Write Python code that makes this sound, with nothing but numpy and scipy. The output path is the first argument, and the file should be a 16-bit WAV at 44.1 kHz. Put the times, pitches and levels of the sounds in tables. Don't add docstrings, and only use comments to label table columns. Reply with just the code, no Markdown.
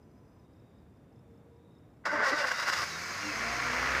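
import sys
import numpy as np
from scipy import signal
from scipy.fft import rfft, irfft
from scipy.io import wavfile
from scipy.ndimage import uniform_filter1d

SR = 44100
rng = np.random.default_rng(int(sys.argv[2]) if len(sys.argv) > 2 else 0)


def nominal_scale(level):
    x = np.asarray(level, float) / 20
    return 10 ** x


def dump_mix(stems):
    frames = np.atleast_2d(stems).T
    limited = np.clip(frames, -1, 1)
    pcm = np.round(limited * 32767).astype(np.int16)
    wavfile.write(sys.argv[1], SR, pcm)


N = 176400
T = np.arange(N) / SR
# frequency [Hz], level [dB per Hz].
BLOCK_SPECTRUM = [(60, -13), (165, -12), (560, -8), (1150, -4.5), (2000, -1), (2650, -8), (3000, -14.5),
                  (4400, -25)]
# frequency [Hz], width [Hz], lift [dB].
BLOCK_MODES = [(1142, 75, 6.5), (1398, 53, 3.5), (1930, 140, -0.5), (2280, 77, 3)]


def evened(x):
    return x / np.sqrt(np.mean(x ** 2) + 1e-20)


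def curve(rows, col=1):
    return np.interp(T, [r[0] for r in rows], [r[col] for r in rows])


def bump(s, half):
    return np.exp(-((T - s) / half) ** 2)


def body(x, shape, rings=()):
    hz = np.fft.rfftfreq(N, 1 / SR) + 1
    f, db = np.transpose(shape)
    level = np.interp(np.log(hz), np.log(f), db)
    level -= 30 * np.maximum(np.log2(f[0] / hz), 0)
    level -= 30 * np.maximum(np.log2(hz / f[-1]), 0)
    for centre, width, lift in rings:
        level += lift / (1 + (2 * (hz - centre) / width) ** 2)
    return evened(irfft(rfft(x) * nominal_scale(level), N))


def wander(rate_hz):
    n = max(int(SR / rate_hz), 1)
    return evened(uniform_filter1d(uniform_filter1d(rng.standard_normal(N), n), n))


def grit(spread_db, per_s):
    sizes = nominal_scale(spread_db * np.minimum(rng.exponential(1, N), 3))
    hits = sizes * (rng.random(N) < per_s / SR)
    return .6 * evened(hits * rng.standard_normal(N)) + rng.standard_normal(N)


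def whistle(hz, width_hz):
    drift = wander(width_hz) + 1j * wander(width_hz)
    return evened((np.exp(2j * np.pi * hz * T) * drift).real)


def glide(s, half, hz, hz_per_s, db):
    phase = 2 * np.pi * (hz + hz_per_s * (T - s) / 2) * (T - s)
    return nominal_scale(db) * bump(s, half) * np.sin(phase)


def yard_rumble():
    # frequency in Hz, level in dB per Hz.
    rumble_spectrum = [(25, -7), (90, 2.5), (300, -6), (620, -15), (2500, -33.5), (3100, -38.5),
                       (4400, -42.5), (16000, -48.5)]
    # centre in seconds, half length in seconds, frequency in Hz, level in dB.
    passing_hums = [(1.5, .35, 468, -66), (1.62, .2, 960, -76), (.78, .04, 200, -66), (.66, .22, 3760, -85),
                    (1.72, .2, 3740, -82), (1.2, .8, 3560, -87.5), (.45, .06, 3720, -89),
                    (.6, .5, 4850, -95)]
    out = nominal_scale(-56.5 + .3 * wander(6)) * body(rng.standard_normal(N), rumble_spectrum)
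    for s, half, hz, db in passing_hums:
        out += nominal_scale(db) * bump(s, half) * whistle(hz, .08 * hz)
    return out + nominal_scale(-99) * whistle(5760, 120) + nominal_scale(-98) * whistle(7300, 500)


def electric_whine():
    # frequency in Hz, level in dB rms.
    tones = [(1001, -79), (5001, -97), (6002, -91)]
    end_s = .47
    on = np.clip((end_s - T) / .01, 0, 1)
    steady = sum(nominal_scale(db + 3) * np.sin(2 * np.pi * hz * T) for hz, db in tones)
    return on * (steady + nominal_scale(-91 + 3 * wander(30)) * whistle(5080, 300))


def crickets():
    # last pulse in seconds, level in dB, top frequency in Hz.
    chirps = [(.03, -72, 5070), (.18, -77, 5130), (.398, -75, 5100), (.6, -74, 5160), (.788, -76, 5050),
              (.974, -78, 5070), (1.194, -74, 5200), (1.378, -76.5, 5200), (1.566, -77, 5080),
              (1.786, -72, 5240), (1.97, -79, 5200)]
    gap_s, pulse_s, fall_hz_per_s = .0325, .004, -25000
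    out = np.zeros(N)
    for s, db, hz in chirps:
        for k in range(3):
            pulse_db = db + k * (-3.5 + 1.4 * rng.standard_normal())
            out += glide(s - k * gap_s, pulse_s, hz - 40 * k, fall_hz_per_s, pulse_db)
    return out


def armature_whine():
    # centre in seconds, half length in seconds, frequency in Hz, glide in Hz per s, level in dB.
    whines = [(2.6, .05, 3850, 2200, -51), (2.58, .03, 5720, 3300, -55), (2.93, .05, 3850, -2600, -53),
              (2.94, .03, 5750, -3900, -58), (3.12, .025, 6450, -6000, -54), (3.1, .04, 4950, -3000, -55),
              (3.25, .045, 5500, -4500, -55), (3.41, .035, 5580, -5000, -56), (3.49, .03, 4900, -5500, -52),
              (3.3, .05, 6600, -3500, -57), (3.24, .025, 2790, -1500, -51), (3.3, .03, 2600, -2500, -51),
              (3.01, .02, 4850, -1500, -56), (3.335, .025, 5000, -2500, -54),
              (3.26, .025, 4120, -3000, -57), (3.36, .03, 6230, -1000, -56), (3.52, .02, 6500, -5000, -55),
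              (3.57, .02, 5950, -5000, -56), (3.58, .02, 4180, -2000, -57), (3.19, .02, 4950, -3000, -56)]
    lift_db = 6
    return nominal_scale(lift_db) * sum(glide(*row) for row in whines)


def housing_moans():
    # centre in seconds, half length in seconds, frequency in Hz, glide in Hz per s, level in dB.
    moans = [(2.143, 0.025, 900, 300, -35), (2.145, 0.023, 298, -400, -44), (2.165, .012, 1060, -1500, -34),
             (2.205, 0.013, 1000, 0, -37), (2.272, .018, 1110, 3500, -31), (2.318, 0.011, 415, -9000, -37),
             (2.335, 0.013, 1960, -2000, -30), (2.8, .018, 1200, -1500, -34), (2.45, .02, 860, -2500, -40),
             (2.19, .03, 238, 0, -47.5), (2.1, 0.032, 190, 0, -49.5), (2.262, 0.009, 1520, 0, -35),
             (2.1, 0.0087, 1520, -2000, -33), (2.31, 0.014, 860, 0, -36), (2.68, .012, 1420, 0, -32)]
    return sum(glide(*row) for row in moans)


def mesh_turns():
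    # time in seconds, teeth per second in Hz.
    mesh_speed = [(2.07, 293), (2.115, 282), (2.135, 294), (2.18, 301), (2.215, 285), (2.235, 296),
                  (2.255, 274), (2.292, 272), (2.322, 256), (2.336, 299), (2.4, 299), (2.424, 268),
                  (2.445, 256), (2.5, 258)]
    jitter = .016
    return np.cumsum(curve(mesh_speed) * (1 + jitter * wander(98.0))) / SR


def gear_groan(turns):
    # centre in seconds, half length in seconds, level in dB, fundamental level in dB.
    groans = [(2.072, .012, -34, -12), (2.145, .022, -33, -6), (2.228, .012, -34, -20),
              (2.283, .023, -31, -25), (2.336, .013, -33, 0), (2.365, .025, -40, -20),
              (2.408, .019, -32, -25), (2.46, .03, -42, -15)]
    # multiple of the tooth rate, level in dB.
    overtones = [(2, 0), (3, -8), (4, -11)]
    upper = np.zeros(N)
    for k, db in overtones:
        upper += nominal_scale(db + 2 * wander(49)) * np.sin(2 * np.pi * k * turns + 6 * rng.random())
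    low = np.sin(2 * np.pi * turns)
    return sum(nominal_scale(db) * bump(s, half) * (upper + nominal_scale(low_db) * low) for s, half, db, low_db in groans)


def starter_shell(turns, load):
    # frequency in Hz, level in dB per Hz.
    housing_spectrum = [(150, -20), (400, -13), (600, -4.5), (800, -7), (1530, -5), (1900, -6), (2200, -10),
                        (2600, -20), (3400, -27)]
    # frequency in Hz, width in Hz, lift in dB.
    housing_modes = [(896, 47, 5), (1142, 160, 5.5), (1516, 220, 6.5), (1976, 210, 7)]
    strain, free_cut_hz, free_share = .45, 850, .35
    beats = sum(nominal_scale(4 * wander(50)) * np.cos(2 * np.pi * k * turns) for k in range(3, 12))
    teeth = grit(3., 2000) + strain * .17 * beats * load
    shell = body(teeth, housing_spectrum, housing_modes)
    low = signal.sosfiltfilt(signal.butter(2, free_cut_hz, fs=SR, output="sos"), shell)
    return shell - free_share * (1 - load) * low


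def loose_rattle(load):
    # frequency in Hz, level in dB per Hz.
    rattle_spectrum = [(1650, 0.5), (2800, -2), (3240, -9.5), (5170, -2.5), (6820, -10.5), (8800, -18.5),
                       (13200, -25.5), (14600, -20), (16000, -39)]
    # frequency in Hz, width in Hz, lift in dB.
    rattle_modes = [(2815, 95, 8), (3450, 160, 5.5), (3800, 38, 9), (4760, 400, 5.5), (5110, 250, 4.5),
                    (5780, 100, 5), (6700, 190, 7)]
    dull_hz, dull_share = 7500, .35
    loose = body(grit(3.3, 3000), rattle_spectrum, rattle_modes)
    top = signal.sosfiltfilt(signal.butter(2, dull_hz, "high", fs=SR, output="sos"), loose)
    return loose - dull_share * load * top


def starter():
    # centre in seconds, half length in seconds, housing level in dB, rattle level in dB.
    clatter = [(2.056, 0.0043, -35, -38.5), (2.069, 0.013, -33.5, -44), (2.144, 0.035, -38, -50.5),
               (2.21, 0.031, -34, -55), (2.256, 0.029, -36, -44), (2.295, 0.016, -37, -42.5),
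               (2.331, 0.016, -33, -60), (2.397, 0.027, -38.5, -41), (2.447, 0.009, -31, -64),
               (2.485, 0.0069, -35, -42), (2.472, 0.0036, -42, -43), (2.518, 0.0073, -30.5, -42.5),
               (2.598, 0.012, -40, -44), (2.633, 0.0095, -42.5, -46), (2.682, 0.012, -31, -39),
               (2.7, .004, -31, -38), (2.734, 0.0086, -32, -35.5), (2.78, 0.024, -42, -45),
               (2.824, .008, -37, -43)]
    # time in seconds, level of the steady rattle in dB.
    grind_rattle = [(2.05, -49), (2.22, -57), (2.25, -43.5), (2.85, -41)]
    engage_s, release_s, strain_end_s = 2.048, 2.842, 2.46
    grind_db, rundown_db, rundown_s = -37.5, -47, .12
    on = np.clip((T - engage_s) / .011, 0, 1) ** 2
    on *= np.exp(-np.maximum(T - release_s, 0) / .0033)
    load = np.clip((strain_end_s - T) / .03, 0, 1)
    turns = mesh_turns()
    shell, loose = starter_shell(turns, load), loose_rattle(load)
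    housing_level = nominal_scale(grind_db) + sum(nominal_scale(db) * bump(s, half) for s, half, db, _ in clatter)
    rattle_level = nominal_scale(curve(grind_rattle)) + sum(nominal_scale(db) * bump(s, half) for s, half, _, db in clatter)
    engaged = on * (gear_groan(turns) + housing_level * shell + rattle_level * loose)
    clack = nominal_scale(-54.0) * bump(engage_s - .004, .005) * shell
    fall = (T > release_s) * np.exp(-abs(T - release_s) / rundown_s)
    rundown = nominal_scale(rundown_db) * (1 - on) * fall * loose
    return clack + armature_whine() + rundown + housing_moans() + engaged


def panels(turns):
    # centre in seconds, half length in seconds, frequency in Hz, level in dB.
    resonances = [(3.275, .045, 302, -39), (3.04, .04, 88, -54), (3.26, .06, 208, -54),
                  (2.8, .012, 560, -44), (3.6, .08, 122, -52), (3.58, .05, 300, -52), (2.82, .03, 110, -51),
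                  (2.068, .01, 860, -37), (2.2, .03, 420, -41)]
    alternator_order, alternator_db = 89, -51
    out = np.zeros(N)
    for s, half, hz, db in resonances:
        phase = 2 * np.pi * np.cumsum(hz * (1 + .006 * wander(30))) / SR
        out += nominal_scale(db) * bump(s, half) * np.sin(phase)
    alternator = np.sin(2 * np.pi * alternator_order * turns)
    return out + nominal_scale(alternator_db + 2 * wander(30)) * bump(3.8, .17) * alternator


def bracket(turns, firing_hz):
    order, centre_hz, width_hz, level_db = 12, 690, 45, -41.5
    tone = nominal_scale(level_db + 2.2 * wander(26)) * np.sin(2 * np.pi * order * turns)
    return tone / (1 + (2 * (order * firing_hz - centre_hz) / width_hz) ** 2)


def exhaust_hum(turns, over_db):
    # multiple of the firing rate, level in dB at full effort, share of effort followed.
    orders = [(1, -48, 1.3), (2, -55, .5), (4, -51.5, 1.3), (5, -58, 1.5), (8, -55, 1.8), (10, -58, 1.5)]
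    lock_s, lock_rise_s = 3.3, .12
    locked = 1 / (1 + np.exp(np.clip((lock_s - T) / lock_rise_s * 2, -20, 20)))
    out = np.zeros(N)
    for k, db, share in orders:
        level = nominal_scale(db + 3.5 + share * over_db + 1.8 * wander(22)) * (k > 1 or locked)
        out += level * np.sin(2 * np.pi * (k * turns + rng.random()))
    return out


def firing_gate(turns, over_db):
    cylinder_db = [1, -2, 0, -2]
    fall, depth, loud_firing_s = .4, 1., 3.795
    since = turns - turns[round(loud_firing_s * SR)] + 400
    firing = since % 4
    uneven_db = 1.5 * rng.standard_normal(999)[since.astype(int)]
    size = nominal_scale(np.array(cylinder_db)[firing.astype(int)] + uneven_db)
    push = np.clip(1 + over_db / 5, 0, 1)
    return 1 + depth * push * uniform_filter1d(size * np.exp(-(firing % 1) / fall), size=150)


def valve_train(gate, over_db):
    # frequency in Hz, level in dB per Hz.
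    valve_spectrum = [(1650, -3.5), (2800, -16), (3590, -9.5), (4870, -0.5), (6480, -5), (7890, -14.5),
                      (10500, -20.5), (14400, -23.5), (16000, -25)]
    # frequency in Hz, width in Hz, lift in dB.
    valve_modes = [(4240, 250, 5), (5060, 350, 2), (6420, 280, 5.5), (11400, 500, 0)]
    level_db, effort_share = -44.5, .064
    hiss = body(gate ** .37 * grit(.99, 4000), valve_spectrum, valve_modes)
    return nominal_scale(level_db + effort_share * over_db) * hiss


def knocks():
    # time in seconds, peak level in dB.
    hard_firings = [(2.936, -31), (2.9584, -31), (3.0074, -32), (3.0505, -31), (3.1364, -31), (3.229, -24),
                    (3.5164, -24), (3.6014, -22), (3.6204, -24), (3.6514, -22), (3.6644, -19.5),
                    (3.7317, -19.5), (3.765, -25), (3.7943, -21), (3.8571, -17.5), (3.92, -21),
                    (3.936, -20), (3.989, -21)]
    trim_db, rise_s, ring_s = -9, .0012, .0069
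    env = np.zeros(N)
    for s, db in hard_firings:
        late = np.maximum(T - s, 0)
        env += nominal_scale(db + trim_db) * (1 - np.exp(-late / rise_s)) * np.exp(-late / ring_s)
    return env * body(grit(2., 2500), BLOCK_SPECTRUM[3:], BLOCK_MODES)


def engine():
    # time in seconds, firings per second in Hz, effort in dB.
    speed = [(2.9, 39.87, -39.5), (3.006, 42.99, -39), (3.156, 48.57, -37.5), (3.316, 53.93, -36),
             (3.484, 57.7, -34.5), (3.652, 60.85, -34), (3.934, 65.67, -31.5), (4.0, 66.3, -31.5)]
    catch_s, full_db = 2.72, -33
    on = np.clip((T - catch_s) / .068, 0, 1)
    firing_hz, effort = curve(speed), curve(speed, col=2)
    turns = np.cumsum(firing_hz) / SR
    over_db = effort - full_db
    gate = firing_gate(turns, over_db)
    roar = nominal_scale(effort - 1.5) * body(gate * grit(1.1, 2500), BLOCK_SPECTRUM, BLOCK_MODES)
    running = bracket(turns, firing_hz) + roar + valve_train(gate, over_db) + exhaust_hum(turns, over_db)
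    return on * running + panels(turns)


def scene():
    yard = yard_rumble() + electric_whine() + crickets()
    car = starter() + engine() + knocks()
    tail = rng.standard_normal(6000) * nominal_scale(-60 * np.arange(6000) / SR / .24)
    echo = signal.fftconvolve(car, tail / np.linalg.norm(tail))[:N]
    return (yard + car + nominal_scale(-10.5) * echo)[None]


def top_cut(x):
    return signal.sosfilt(signal.butter(12, 16220, fs=SR, output="sos"), x)


def record(dry):
    bass_cut_hz, top_hz = 64, 15520
    low = signal.sosfilt(signal.butter(3, bass_cut_hz, "high", fs=SR, output="sos"), dry)
    lowpass = signal.firwin(801, top_hz, window=("kaiser", 9), fs=SR)
    return top_cut(signal.oaconvolve(low, lowpass[None], "same"))


dry = scene()
out = record(dry)
dump_mix(out)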